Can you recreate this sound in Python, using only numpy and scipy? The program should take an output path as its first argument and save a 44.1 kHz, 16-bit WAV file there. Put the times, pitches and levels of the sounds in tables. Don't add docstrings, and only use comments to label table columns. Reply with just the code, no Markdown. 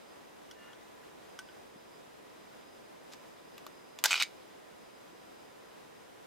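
import sys
import numpy as np
from scipy import signal
from scipy.fft import rfft, irfft
from scipy.io import wavfile

SR = 44100
rng = np.random.default_rng(int(sys.argv[2]) if len(sys.argv) > 2 else 0)


def wrap_up_sound(samples):
    columns = np.atleast_2d(samples).T
    tamed = np.clip(columns, -1, 1)
    steps = np.round(tamed * 32767).astype(np.int16)
    wavfile.write(sys.argv[1], SR, steps)


N = 276330
TIME = np.arange(N) / SR


def undb(db):
    return 10 ** (np.asarray(db) / 20)


def unit(x):
    return x / np.sqrt(np.mean(x ** 2))


def decay(t, t60):
    return np.exp(-np.log(1000) * t / t60)


def band(x, hz, kind, order=2):
    return signal.sosfilt(signal.butter(order, np.minimum(hz, .49 * SR), kind, fs=SR, output="sos"), x)


def colour(x, points):
    hz, db = np.transpose(points)
    bins = np.maximum(np.fft.rfftfreq(x.shape[-1], 1 / SR), 1)
    gain = undb(np.interp(np.log(bins), np.log(hz), db))
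    return irfft(rfft(x) * gain, x.shape[-1])


def walk(rate_hz):
    knots = rng.standard_normal(int(N / SR * rate_hz) + 2)
    return np.interp(TIME * rate_hz, np.arange(len(knots)), knots)


def stereo_noise(size):
    mid, side = rng.standard_normal((2, size))
    side = undb(-6) * band(side, 5000, "highpass")
    return np.array([mid + side, mid - side])


def tone(hz, tone_db):
    body_db, ping_db, edge_db = tone_db
    return np.interp(hz, [1650, 2200, 2950, 3750, 6300], [body_db, 0, 0, ping_db, edge_db])


def ring(t, modes, detune, tone_db, lean_db_per_hz=.00012):
    hz, db, t60 = np.transpose(modes)[:, :, None]
    shift, lean = rng.standard_normal((2, len(modes), 1))
    envelopes = undb(db + tone(hz, tone_db)) * decay(t, t60)
    waves = envelopes * np.sin(2 * np.pi * hz * (1 + detune * shift) * t)
    lean_db = lean_db_per_hz * hz * lean
    return np.array([np.sum(waves * undb(ear * lean_db), axis=0) for ear in (1, -1)])


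def impacts(events, modes, spectrum, detune, crunch_db, crunch_t60, contact_hz, rise_s=.00001):
    out = np.zeros((2, N))
    t = np.arange(6000) / SR
    onset = 1 - np.exp(-t / rise_s)
    hz, spectrum_db = np.transpose(spectrum)
    for s, db, *tone_db in events:
        blow = band(ring(t, modes, detune, tone_db), contact_hz, "lowpass", order=4) * onset
        blow /= np.max(np.abs(blow.mean(0)))
        weighted = np.transpose([hz, spectrum_db + .5 * tone(hz, tone_db)])
        crunch = unit(colour(stereo_noise(len(t)), weighted)) * onset * decay(t, crunch_t60)
        start = int(s * SR)
        out[:, start:start + len(t)] += undb(db) * (blow + undb(crunch_db) * crunch)
    return out


# f/Hz, level/dB
ROOM_SPECTRUM = [(15, -26), (25, -20), (64, -14), (246, -4), (368, -2.5), (399, -2.5), (445, -1.5),
                 (970, -7), (1800, -11), (3930, -16.5), (4260, -19), (5140, -21), (5580, -20.5),
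                 (13900, -28), (15500, -33.5)]
# f/Hz, level/dB
ROOM_SIDE = [(60, 0), (110, -6), (200, 4.5), (380, 5.5), (700, 4), (1290, 1), (2380, -3), (4400, -2),
             (8120, -1.5), (15000, 0.5)]


def room_noise(level_db=-57.5, waver_db=.6):
    mid, side = (unit(colour(rng.standard_normal(N), ROOM_SPECTRUM)) for _ in range(2))
    side = colour(side, ROOM_SIDE)
    return np.array([mid + side, mid - side]) * undb(level_db + waver_db * walk(14))


# f/Hz, rms level before the swell/dB, share of the swell (0-1)
WHINE_TONES = [(1000, -72.5, 0), (1922, -78, 0), (4965, -80.5, 1)]
# t/s, level/dB
WHINE_SWELL = [(.1, 6), (.4, 1), (.7, -5), (1.3, 0), (1.5, 6), (1.95, 5.5), (2.08, 0), (2.65, 8.5),
               (2.97, 2), (3.3, 4), (3.9, 7.5), (4.4, 5), (4.63, 0), (4.85, 5), (5.5, 5), (5.9, 1)]


def electronic_whine(drift_hz=15.76, flicker_db=2):
    swell_db = np.interp(TIME, *np.transpose(WHINE_SWELL))
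    out = np.zeros(N)
    for hz, db, share in WHINE_TONES:
        phase = 2 * np.pi * np.cumsum(hz + drift_hz * walk(90)) / SR
        level_db = db + share * (swell_db + flicker_db * walk(22))
        out += np.sqrt(2) * undb(level_db) * np.sin(phase)
    return out


# t/s, level/dB, body/dB, treble/dB
CAP_TICKS = [(.512, -36.5, -11, 5), (0.732, -44, -9, -7), (1.39, -29, -2.5, 4.5), (1.488, -46.5, -8, -23)]
# f/Hz, level/dB, t60/s
CAP_MODES = [(1200, -14, .05), (1520, 6.5, 0.075), (3000, -4, 0.038), (3260, 4, .025), (3350, -3, 0.034),
             (5340, 3, 0.019), (5884, -2.5, 0.028), (6680, -11, 0.058), (8200, -10, .035),
             (9500, -12, 0.04), (10660, -16, 0.036), (12500, -13, .025)]
# f/Hz, level/dB
CAP_CRUNCH = [(500, -19), (1200, 5), (2000, 2), (3200, -5), (4500, -3), (7500, -16), (10000, -10),
              (16000, -25)]


def cap_ticks(bounce_s=.00066, bounce_db=-7):
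    ticks = [(s + delay, db + drop_db, body_db, treble_db, treble_db)
             for s, db, body_db, treble_db in CAP_TICKS
             for delay, drop_db in ((0, 0), (bounce_s, bounce_db))]
    return impacts(ticks, CAP_MODES, CAP_CRUNCH,
                   detune=.0018, crunch_db=-18, crunch_t60=.047, contact_hz=14000)


# f/Hz, level/dB
SQUEAK_TONES = [(1416, -70), (1773, -64), (2833, -66)]


def cap_squeak(start_s=.55, length_s=.19, waver=.0043, flutter_db=1.5, rub_db=-64.5):
    position = 2 * (TIME - start_s) / length_s - 1
    swell = np.sqrt(np.maximum(1 - position ** 2, 0))
    clock = np.cumsum(1 + waver * walk(116)) / SR
    tones = sum(np.sqrt(2) * undb(db + flutter_db * walk(69.6)) * np.sin(2 * np.pi * hz * clock)
                for hz, db in SQUEAK_TONES)
    rub = unit(band(rng.standard_normal(N), [1200, 2200], "bandpass"))
    return swell * (tones + undb(rub_db) * rub)


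# t/s, level/dB, f/Hz
HAND_BUMPS = [(1.758, -49, 226), (4.054, -47.5, 350), (5.129, -51.5, 366)]


def hand_bumps(rise_s=.0029):
    out = np.zeros(N)
    for s, db, hz in HAND_BUMPS:
        t = np.maximum(TIME - s, 0)
        envelope = t / rise_s * np.exp(1 - t / rise_s)
        out += undb(db) * envelope * np.sin(2 * np.pi * hz * t)
    return out


# start t/s, end t/s, level/dB, treble/dB
SLIDES = [(3.126, 3.137, -55.5, 4), (3.367, 3.396, -68, -10), (4.071, 4.1, -38.5, -1),
          (4.112, 4.138, -39, 3.5), (4.15, 4.234, -38, -3.5), (4.41, 4.426, -63, -14),
          (4.898, 4.91, -67, -12), (5.705, 5.719, -70, -12)]
# f/Hz, level/dB
SLIDE_SPECTRUM = [(300, -32), (800, -10), (1500, -5), (1880, -6), (2150, 0), (3000, -2.5), (4800, -1),
                  (7500, -12), (10000, -19), (14000, -20), (16000, -33)]


def scrape(slips_per_s=7000, attack_db_per_s=1100, release_db_per_s=950, stick_db=-9, stick_s=.0022):
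    slips = (rng.random(N) < slips_per_s / SR) * stereo_noise(N)
    hiss = unit(colour(slips, SLIDE_SPECTRUM))
    treble = colour(hiss, [(2900, -50), (5800, 0)])
    out = np.zeros((2, N))
    for start, end, db, treble_db in SLIDES:
        attack_db = attack_db_per_s * np.maximum(start - TIME, 0)
        release_db = release_db_per_s * np.maximum(TIME - end, 0)
        out += undb(db - attack_db - release_db) * (hiss + (undb(treble_db) - 1) * treble)
    sticking = [(TIME > s) * np.exp(-np.abs(TIME - s) / stick_s) for s, *_ in RIB_SNAPS + SEAT_CLICKS]
    return out * undb(stick_db * np.max(sticking, axis=0))


# t/s, level/dB, body/dB, treble/dB, contact cutoff f/Hz
POINT_TOUCHES = [(3.1347, -34.5, 11, 9, 9000), (3.5803, -32, 1.5, -9, 14000),
                 (3.666, -30, 14.5, -1.5, 15800), (3.9886, -26.5, -15, -2, 8600)]
# f/Hz, level/dB, t60/s
POINT_MODES = [(1160, -2.5, 0.012), (2780, 0, 0.0072), (3530, -2.5, 0.018), (4000, -2, 0.0088),
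               (4900, -0.5, 0.0079), (7000, -7, 0.013), (7440, -4.5, 0.0072), (10600, -4, 0.0031),
               (12600, -1.5, 0.0061)]
# f/Hz, level/dB
POINT_CRUNCH = [(400, -6), (1000, 6), (2600, 4), (7000, 1), (10000, -19), (13000, -12), (16000, -21)]


def point_touches():
    return sum(impacts([(s, db, body_db, treble_db, treble_db)], POINT_MODES, POINT_CRUNCH,
                       detune=.02, crunch_db=-17.5, crunch_t60=.046, contact_hz=cutoff_hz)
               for s, db, body_db, treble_db, cutoff_hz in POINT_TOUCHES)


def microphone_port(x, port_hz=12700, q=5.5, port_db=4.5):
    left, right = x
    resonance = signal.lfilter(*signal.iirpeak(port_hz, q, fs=SR), left)
    return np.array([left + undb(port_db) * resonance, right])


# t/s, level/dB
RIM_STRIKE_AND_ECHO = [(4.0398, -6), (4.0415, -26)]
# f/Hz, level/dB, t60/s
RIM_MODES = [(1000, -25, 0.0068), (1510, -26, .012), (2450, -6, 0.025), (3070, 1, 0.0097), (3560, 3, 0.006),
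             (5600, -14, 0.0029), (6700, 6, 0.0043), (7320, 6, 0.0042), (8300, -8, .006), (9300, -8, 0.014),
             (10800, -7, .015), (12800, 4, 0.0034)]
# f/Hz, level/dB
NOSE_CRUNCH = [(300, -2), (600, -8), (1300, -4.5), (1650, -10), (1900, -1.5), (2400, -5), (4800, -2),
               (8000, -6), (10000, -13.5), (13000, -13), (16000, -18)]


def rim_strike():
    pulses = [(s, db, 0, 0, 0) for s, db in RIM_STRIKE_AND_ECHO]
    return impacts(pulses, RIM_MODES, NOSE_CRUNCH,
                   detune=.0053, crunch_db=-13.5, crunch_t60=.021, contact_hz=15700)


# t/s, level/dB, treble/dB
NOSE_KNOCKS = [(4.0465, -15, -1), (4.050, -15, -2), (4.0558, -11, -1.5), (4.0578, -11, 2.5),
               (4.059, -13, 7), (4.0604, -17, 6)]
# f/Hz, level/dB, t60/s
NOSE_MODES = [(690, -10, 0.013), (875, -11, 0.022), (1050, -20, 0.014), (1420, -10, 0.011),
              (1610, -0.5, 0.027), (2070, -4.5, 0.024), (2360, -11, 0.0077), (3240, -1, 0.012),
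              (3570, -0.5, 0.015), (4050, -1, 0.0038), (4940, -4, 0.024), (6200, 4, 0.013),
              (6960, -1, 0.008), (7700, -8, 0.0066), (9240, -7, 0.013), (10500, -6, .01),
              (13000, -10, 0.0025)]


def nose_knocks(body_db=4, ping_db=3, edge_db=-3):
    knocks = [(s, db, body_db, ping_db + treble_db, edge_db + treble_db)
              for s, db, treble_db in NOSE_KNOCKS]
    return impacts(knocks, NOSE_MODES, NOSE_CRUNCH,
                   detune=.0041, crunch_db=-10.5, crunch_t60=.022, contact_hz=15000)


# t/s, level/dB, body/dB, ping/dB, edge/dB
RIB_SNAPS = [(4.1083, -13.5, 7, 6, 9), (4.1128, -17.5, 0, 8, 13), (4.1157, -23, 1, 2, 17),
             (4.1188, -16, 2, -6, 8), (4.1220, -18, -3, 11, 9), (4.1298, -13, 0, -6, 3),
             (4.1417, -13.5, 2, -11, -5), (4.1563, -15, -3, 4, -10), (4.1612, -22, 5, 2, 9),
             (4.1642, -21, 0, 12, -3), (4.1782, -19.5, -2, 2, -2), (4.2, -17, -1, 8, -1),
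             (4.2036, -19, 2, 20, 15), (4.2075, -21, -4, -1, -6), (4.2096, -19.5, 3, 13, -2),
             (4.2107, -19, -5, 14, 0), (4.2154, -16, 3, 7, -5)]
# f/Hz, level/dB, t60/s
GRIP_MODES = [(1000, -18, 0.01), (1520, 3, 0.0076), (2380, -12, 0.031), (2463, 4.5, 0.019),
              (2600, 6, 0.0097), (3000, 8, 0.013), (3360, -3, 0.013), (3910, 0.5, 0.012),
              (4360, 0.5, 0.0087), (5160, -11, 0.009), (6350, -5, 0.01), (7430, -7, 0.012),
              (7950, -8.5, 0.012), (9100, -20, 0.0084), (11900, -21, .004)]
# f/Hz, level/dB
GRIP_CRUNCH = [(300, -24), (1000, -15), (1500, 0), (1880, -26), (2300, 4), (3000, 2), (4200, -13),
               (5500, -6), (8000, -18), (9500, -18), (10200, -31), (14000, -22), (16000, -33)]


def rib_snaps(sag_per_s=.2):
    out = np.zeros((2, N))
    first_s = RIB_SNAPS[0][0]
    for snap in RIB_SNAPS:
        pitch = 1 - sag_per_s * (snap[0] - first_s)
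        modes = [(hz * pitch, db, t60) for hz, db, t60 in GRIP_MODES]
        out += impacts([snap], modes, GRIP_CRUNCH,
                       detune=.011, crunch_db=-10, crunch_t60=.012, contact_hz=9400, rise_s=.00013)
    return out


# t/s, level/dB, body/dB, ping/dB, edge/dB
SEAT_CLICKS = [(4.2216, -19.5, -3, 10, 2), (4.2242, -11, -2, -1, 2.5), (4.2317, -17, 0, 1, -1),
               (4.2355, -22, 0, 7, -2)]
# f/Hz, level/dB, t60/s
SEAT_MODES = [(1450, -12, .008), (2270, 1, 0.021), (2550, 1, 0.012), (3050, 2, 0.0088), (3830, 5, 0.0098),
              (4050, 4.5, 0.011), (4530, 5, .008), (4900, -4, 0.011), (6380, -3, 0.01), (6830, -8, 0.012),
              (8450, -4, .007), (9100, -8, 0.0091), (11400, -1, .006)]
# f/Hz, level/dB
SEAT_CRUNCH = [(300, -12), (1000, -8), (1500, -10), (1880, -12), (2200, 3), (4200, -2), (5500, -2),
               (9400, -13), (10200, -23), (12000, -17), (16000, -24)]


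def seat_clicks():
    clicks = impacts(SEAT_CLICKS, SEAT_MODES, SEAT_CRUNCH,
                     detune=.012, crunch_db=-7.5, crunch_t60=.011, contact_hz=10500, rise_s=.0001)
    return band(clicks, 1500, "highpass", order=1)


# f/Hz, level/dB, t60/s
BARREL_MODES = [(1612, -8, 0.089), (2095, 3, .09), (2280, -2, .16), (2370, -4, 0.082), (3760, -6, .08),
                (4160, -5, 0.072), (4970, -5.5, 0.17), (6360, 3, 0.14), (6487, 0, .09), (7000, 0, .08)]


def barrel_ring(x, ring_db=-25, size=16000):
    t = np.arange(size) / SR
    tail = sum(undb(db) * decay(t, t60) * np.cos(2 * np.pi * hz * t) for hz, db, t60 in BARREL_MODES)
    response = unit(tail) / np.sqrt(size)
    return x + undb(ring_db) * signal.fftconvolve(x, [response], axes=1)[:, :N]


def desk_echo(x, delay_s=.00205, echo_db=-20, dull_hz=9000):
    delayed = np.pad(x, ((0, 0), (round(delay_s * SR), 0)))[:, :N]
    return x + undb(echo_db) * band(delayed, dull_hz, "lowpass", order=1)


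def room(x, early_db=-17.5, early_t60=.045, late_db=-19, late_t60=.17, dull_hz=12000, size=16000):
    t = np.arange(size) / SR
    out = x
    for db, t60, delay_s in (early_db, early_t60, .001), (late_db, late_t60, .006):
        echoes = band(stereo_noise(size), dull_hz, "lowpass") * decay(t, t60) * (t > delay_s)
        response = unit(echoes) / np.sqrt(size)
        out = out + undb(db) * signal.fftconvolve(x, response, axes=1)[:, :N]
    return out


def scene():
    point = microphone_port(point_touches() + rim_strike())
    loose_cap = cap_ticks() + cap_squeak()
    joined = barrel_ring(nose_knocks() + rib_snaps() + scrape() + seat_clicks())
    radiated = band(loose_cap + point + joined, 774, "highpass", order=3)
    return room(desk_echo(radiated)) + hand_bumps() + room_noise() + electronic_whine()


def record(dry, balance_db=-.5, top_hz=15800):
    heard = dry * undb(np.array([[balance_db], [-balance_db]]) / 2)
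    return signal.sosfilt(signal.ellip(8, .2, 70, top_hz, fs=SR, output="sos"), heard)


dry = scene()
out = record(dry)
wrap_up_sound(out)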